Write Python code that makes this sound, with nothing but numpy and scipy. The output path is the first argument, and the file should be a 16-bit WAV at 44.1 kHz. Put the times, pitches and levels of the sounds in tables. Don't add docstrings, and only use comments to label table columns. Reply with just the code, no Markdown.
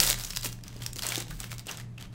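import sys
import numpy as np
from scipy import signal
from scipy.fft import rfft, irfft
from scipy.io import wavfile
from scipy.ndimage import uniform_filter1d

SR = 44100
rng = np.random.default_rng(int(sys.argv[2]) if len(sys.argv) > 2 else 0)


def linear_from_db(decibels):
    return 10 ** (np.asarray(decibels, float) / 20)


def pcm_store(signal):
    levels = np.round(np.clip(np.atleast_2d(signal), -1, 1) * 32767)
    wavfile.write(sys.argv[1], SR, levels.astype(np.int16).T)


N = 94506

# [t/s, peak level/dB,
# ring centre f/Hz, length/ms]
FOIL_SNAPS = [(0.0023, -1, 5230, 3.6), (0.0127, -13, 8100, 0.61), (0.0308, -7, 3400, 1.3),
              (0.0346, -11, 7400, 3.5), (0.0487, -13, 5730, 1), (0.0664, -14.8, 9700, 2.7),
              (0.0733, -13, 5560, 6.2), (0.0756, -13, 4430, 2), (0.0864, -14.5, 5000, 1.9),
              (0.0889, -18.5, 6400, 2.3), (0.0957, -21, 2280, 1.8), (0.1014, -3.5, 8600, 0.94),
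              (0.1081, -10.5, 3770, 2.2), (0.1164, -15, 7020, 2), (0.1216, -19.5, 6300, 2),
              (0.129, -9.5, 3780, 1.4), (0.1429, -19, 1960, 1.8), (0.198, -23, 5040, 2.1),
              (0.2122, -30.5, 5270, 5.8), (0.2371, -22.5, 6060, 3.4), (0.248, -20, 6200, 2.7),
              (0.274, -29, 6230, 1.5), (0.3004, -28, 7600, 1.8), (0.3051, -21.5, 5100, 7.7),
              (0.3509, -25, 4600, 1.9), (0.3625, -17.5, 5170, 2.5), (0.3714, -13, 4500, 2.2),
              (0.3936, -34, 5500, 1.2), (0.4247, -28, 4860, 2.3), (0.4312, -23.5, 4500, 1.9),
              (0.4463, -24, 7060, 3.8), (0.4579, -20.5, 2710, 3.5), (0.4898, -27, 7100, 2.2),
              (0.5276, -28, 5860, 2.1), (0.5888, -41, 1650, 3), (0.6375, -28.5, 5330, 2.9),
              (0.6802, -30, 5800, 3.5), (0.8083, -36.7, 3160, 2.4), (0.8192, -33, 3280, 5.7),
              (0.8217, -28.5, 3340, 3), (0.8336, -26.6, 7700, 2.1), (0.8634, -15.6, 5560, 2.9),
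              (0.9315, -25.5, 7700, 3.1), (0.9596, -26, 6600, 1.9), (0.9666, -27, 4550, 0.89),
              (0.9868, -22, 4850, 2), (0.9919, -19.5, 3270, 4.5),
              (1.0225, -18.5, 4730, 3.6), (1.0315, -22, 4600, 2.4), (1.0346, -20, 4520, 4.7),
               (1.0554, -35, 4450, 3.5), (1.0666, -14.5, 8200, 1.8), (1.0883, -16.5, 8150, 4.7),
               (1.0911, -22, 6550, 1.7), (1.1001, -24, 8100, 5.1), (1.121, -18, 2320, 7),
               (1.148, -21, 4310, 1.2), (1.1574, -11, 3600, 0.5), (1.1663, -22, 6000, 7),
               (1.18, -17, 7300, 2.5), (1.2237, -26.5, 3530, 2.6), (1.2822, -32, 3470, 4),
              (1.3085, -30, 1410, 7.2), (1.4029, -20, 7700, 1.5), (1.4418, -25.7, 2530, 3.1),
              (1.5055, -39, 5600, 1.9), (1.5168, -22.5, 2340, 4.3), (1.529, -27, 1300, 1.5),
              (1.5824, -27, 6100, 1.5), (1.5948, -25, 4800, 1.6), (1.669, -26, 8040, 3.1),
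              (1.713, -22.5, 6200, 3.7), (1.7727, -28.5, 7400, 2), (1.785, -33, 1400, 1.8),
              (1.979, -48, 2720, 0.95), (2.0094, -35, 3000, 7.8)]
# [t/s, peak level/dB, ring centre f/Hz]
SMALL_TICKS = [(0.0576, -40, 4870), (0.1788, -29, 1760), (0.1881, -27, 6850), (0.2096, -26, 3900),
               (0.251, -19.5, 6350), (0.261, -34, 6030), (0.2684, -31, 5380), (0.3233, -30.5, 5640),
               (0.3339, -26.5, 2570), (0.3578, -28, 6630), (0.3647, -21.5, 6590), (0.411, -26.5, 7700),
               (0.4334, -24.5, 4180), (0.468, -45, 2600), (0.498, -34.1, 3620), (0.5207, -45, 5300),
               (0.535, -43, 8010), (0.5494, -48, 2630), (0.6104, -46.2, 2500), (0.6516, -44, 1130),
               (0.7075, -58, 3750), (0.7288, -36, 2310), (0.743, -42, 5160), (0.7652, -35, 5080),
               (0.7914, -41, 6370), (0.8374, -31, 3300), (0.8748, -35, 4740), (0.9, -52, 4300),
               (1.0273, -28, 4690), (1.1045, -22, 3560), (1.134, -31, 3530), (1.152, -37, 6890),
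               (1.1876, -26, 6400), (1.2023, -23.5, 8180), (1.2057, -25, 5810), (1.219, -36, 3620),
               (1.2688, -38, 1420), (1.3042, -39, 2150), (1.3165, -43, 1550), (1.4323, -30.4, 3100),
               (1.4639, -46, 2720), (1.4958, -40, 2370), (1.539, -45, 6340), (1.6005, -36, 2150),
               (1.6577, -40, 2710), (1.662, -39, 5600), (1.691, -37, 2760), (1.6924, -29, 2780),
               (1.694, -34, 1570), (1.7213, -28, 5850), (1.746, -43, 4250), (1.7803, -44, 1440),
               (1.7993, -30, 1690), (1.8036, -36, 1740), (1.8101, -42, 2410), (1.9815, -37, 3060),
               (2.0253, -32.5, 3400), (2.0714, -48.5, 3100), (2.1357, -59, 3190), (2.1398, -45, 2830)]
# [start t/s, length/s, fine crackle level/dB, dullness 0-1]
FINGER_STROKES = [(-.01, 0.13, -27.5, 0.03), (0.168, 0.18, -43, 0.15), (0.36, 0.019, -38.5, 0),
                  (0.432, 0.037, -32.5, 0), (0.508, 0.031, -50.5, 0), (0.565, 0.029, -69, 0.3),
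                  (0.627, 0.27, -50.5, 0.68), (0.799, 0.096, -49, 0), (0.949, 0.078, -43.5, 0.18),
                  (1.021, 0.2, -34, 0.41), (1.284, 0.1, -48, 0.22), (1.385, 0.089, -43, 0.3),
                  (1.5, 0.041, -41.5, 0.2), (1.576, 0.023, -42.5, 0.4), (1.667, 0.084, -37, 0.73),
                  (1.765, 0.059, -44, 0.61), (1.981, 0.074, -45, 0.9), (2.119, 0.041, -50, 0.8)]
# [f/Hz, level/dB]
FOIL_COLOUR = [(300, -6.5), (1000, -4), (2500, -4.5), (3700, -3), (8000, -2.5), (10000, -6), (16000, -4)]
# [t/s, peak level/dB, centre f/Hz]
SHEET_FLAPS = [(0.001, -25, 1470), (0.106, -32, 730), (0.455, -34.5, 383), (0.805, -42, 350),
               (0.96, -39, 422), (1.053, -34, 1370), (1.177, -27.5, 510), (1.085, -37, 523),
               (1.44, -38, 1710), (1.515, -46, 1420), (1.668, -38.5, 506), (1.709, -35, 1560),
               (0.76, -43, 433), (1.049, -39.5, 505), (1.268, -44.5, 483)]
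# [t/s, peak level/dB, f/Hz, length/s]
FACET_SQUEAKS = [
    (1.306, -37, 1520, .012),
    (1.318, -43, 1650, .025),
    (1.684, -31, 2830, .017),
    (1.696, -33, 1550, .008),
    (1.977, -37, 2700, .01),
]
# [f/Hz, rms level/dB]
FAN_TONES = [
    (117.06, -46.3),
    (119.93, -49.5),
    (186.6, -57.5),
    (172.2, -63),
]
# [f/Hz, density level/dB per Hz]
AIR_COLOUR = [(24, -4), (38, 0), (55, -9.5), (150, -5.5), (230, -15), (700, -30), (2000, -39), (16000, -55)]
# [t/s, level/dB, f/Hz, t60/s]
DESK_KNOCKS = [
    (-.03, -14.5, 23, 0.13),
    (-0.39, -30, 31, 2.4),
    (-.02, -37, 175, 0.31),
    (1.287, -37, 40.2, 0.52),
    (1.279, -41, 154, 0.37),
]


def rms_one(x):
    return x / np.sqrt(np.mean(x ** 2) + 1e-20)


def colour_db(points, hz):
    table_hz, table_db = np.array(points).T
    return np.interp(np.log(hz), np.log(table_hz), table_db)


def drift(rate_hz):
    r = np.exp(-2 * np.pi * rate_hz * 40 / SR)
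    settle = 2000
    white = rng.standard_normal(N // 40 + 2 + settle)
    slow = signal.lfilter([1], [1, -2 * r, r * r], white)[settle:]
    return np.interp(np.arange(N) / 40, np.arange(len(slow)), rms_one(slow - slow.mean()))


def ring(clicks, hz, t60_s):
    r = linear_from_db(-60 / (t60_s * SR))
    w = 2 * np.pi * hz / SR
    return signal.lfilter([0, np.sin(w)], [1, -2 * r * np.cos(w), r * r], clicks + 1e-18)


def snap_response(hz, centre_hz):
    above = 1j * hz / (centre_hz * 0.27)
    crack = (above / (1 + above)) ** 2 / (1 + 1j * hz / (centre_hz * 1.15)) ** 0.79
    sharpness = 8
    peak = linear_from_db(5.5) / (1 + 1j * sharpness * (hz / centre_hz - centre_hz / hz))
    return (crack + peak) * linear_from_db(colour_db(FOIL_COLOUR, hz))


def snaps():
    tail_db, tail_stretch, tick_ms = -6.5, 0.51, 2.2
    out = np.zeros(N + SR)
    t = np.arange(900) / SR
    hz = np.arange(1, 1026) * SR / 2048
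    ticks = [(*tick, tick_ms) for tick in SMALL_TICKS]
    for s, db, centre_hz, ms in FOIL_SNAPS + ticks:
        clicks = linear_from_db(tail_db) * rng.laplace(size=900) * np.exp(-t * 1000 / (ms * tail_stretch))
        clicks[0] = 1
        spectrum = rfft(np.r_[np.zeros(60), clicks], 2048)
        spectrum = spectrum / np.sqrt(uniform_filter1d(np.abs(spectrum) ** 2, size=70))
        x = irfft(spectrum * snap_response(hz, centre_hz))[:1500]
        i = int(s * SR)
        out[i:i + len(x)] += linear_from_db(db) * x / np.abs(x).max()
    return out[66:N + 66]


def crackle():
    attack_s, release_s, sag_db = 0.019, 0.014, 6
    creases_per_s, clump_db, size_spread_db, ring_cycles = 7000, 3.0, 3, 7.8
    t = np.arange(N) / SR
    shapes = []
    for s, length, db, _ in FINGER_STROKES:
        rise = np.clip((t - s) / attack_s, 0, 1)
        fall = np.exp(-np.maximum(t - s - length, 0) / release_s)
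        sag = sag_db * np.clip((t - s) / length, 0, 1) ** 2
        shapes.append(rise * fall * linear_from_db(db - sag))
    level = np.sum(shapes, axis=0) + 1e-9
    dull = np.dot(np.array(FINGER_STROKES)[:, 3], shapes) / level

    spread_db = size_spread_db * np.clip(1 - dull, .2, 1)
    sizes = linear_from_db(spread_db * np.minimum(rng.exponential(1, N), 4)) * rng.choice([-1, 1], N)
    born = rng.random(N) < creases_per_s * linear_from_db(clump_db * drift(60)) / SR
    home_band = rng.uniform(-2, 30, N)
    out = 0
    for k, hz in enumerate(np.geomspace(300, 17000, 28)):
        near = np.abs(home_band - k) < 3
        dull_db = 9.9 * dull * np.log2(np.maximum(hz, 3000) / 4000)
        gain = linear_from_db(colour_db(FOIL_COLOUR, hz) - dull_db) * hz / 4000
        out = out + gain * ring(sizes * born * near * (-1) ** k, hz, ring_cycles / hz)
    return level * rms_one(out)


def flaps():
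    ring_cycles, spread_oct = 11, 1.064
    out = np.zeros(N + SR)
    t = np.arange(4000) / SR
    for s, db, centre_hz in SHEET_FLAPS:
        u, v = rng.uniform(-1, 1, (2, 6))
        mode_hz = centre_hz * 2 ** (spread_oct * (np.arange(6) - 2.5 + u / 2) / 4)
        gains = np.sign(v) * (1 - .5 * np.abs(u))
        x = 0
        for hz, gain in zip(mode_hz, gains):
            x = x + gain * np.sin(2 * np.pi * hz * t) * linear_from_db(-60 * t * hz / ring_cycles)
        x = x * (1 - np.exp(-t / .003))
        i = int(s * SR)
        out[i:i + len(t)] += linear_from_db(db) * x / np.abs(x).max()
    return out[:N]


def squeaks():
    out = 0
    t = np.arange(N) / SR
    for s, db, hz, length in FACET_SQUEAKS:
        rise = np.clip((t - s) / .002, 0, 1)
        fall = np.exp(-np.maximum(t - s - length / 2, 0) * 3 / length)
        x = ring(rng.standard_normal(N) * rise * fall, hz, t60_s=.012)
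        out = out + linear_from_db(db) * x / np.abs(x).max()
    return out


def room(x):
    gap_s, t60_s, level_db, wall_cut_hz = 0.0038, .36, -12, 5700
    t = np.arange(SR // 2) / SR
    dense = rng.standard_normal(len(t)) * np.clip(t / gap_s - 1, 0, 1) * linear_from_db(-60 * t / t60_s)
    low = signal.sosfilt(signal.butter(1, wall_cut_hz, fs=SR, output="sos"), dense)
    tail = low + (dense - low) * np.exp(-t / 0.036)
    return linear_from_db(level_db) * signal.fftconvolve(x, tail / np.linalg.norm(tail))[:N]


def fans():
    t = np.arange(N) / SR - .136
    out = 0
    for hz, db in FAN_TONES:
        out = out + np.sqrt(2) * linear_from_db(db + .5 * drift(3)) * np.sin(2 * np.pi * hz * t)
    return out


def air():
    level_db, waver_db = -48, 1.5
    out = 0
    edges = 14 * 2 ** np.arange(0, 10.4, .5)
    white = rng.standard_normal((2, N + SR))
    for k, (low, high) in enumerate(zip(edges, edges[1:])):
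        band_pass = signal.butter(2, [low, high], "band", fs=SR, output="sos")
        band = signal.sosfilt(band_pass, white[k % 2])[SR:]
        out = out + band * linear_from_db(colour_db(AIR_COLOUR, np.sqrt(low * high)) + waver_db * drift(2.7))
    return linear_from_db(level_db) * rms_one(out)


def desk():
    out = 0
    for s, db, hz, t60_s in DESK_KNOCKS:
        t = np.maximum(np.arange(N) / SR - s, 0)
        swell = linear_from_db(db - 60 * t / t60_s) * (1 - np.exp(-t / 0.023))
        out = out + 2 * swell * np.sin(2 * np.pi * hz * t)
    return out


def scene():
    foil = snaps() + flaps() + crackle()
    mix = foil + room(foil) + squeaks() + fans() + air() + desk()
    return mix[None]


def band_limit(x):
    return signal.sosfilt(signal.butter(12, 16980, fs=SR, output="sos"), x)


def record(dry):
    low_pass = signal.cheby2(20, 40, 16000, fs=SR, output="sos")
    cut = signal.sosfiltfilt(low_pass, dry)
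    leak = linear_from_db(-42) * (dry - cut)
    return band_limit(cut + leak)


dry = scene()
out = record(dry)
pcm_store(out)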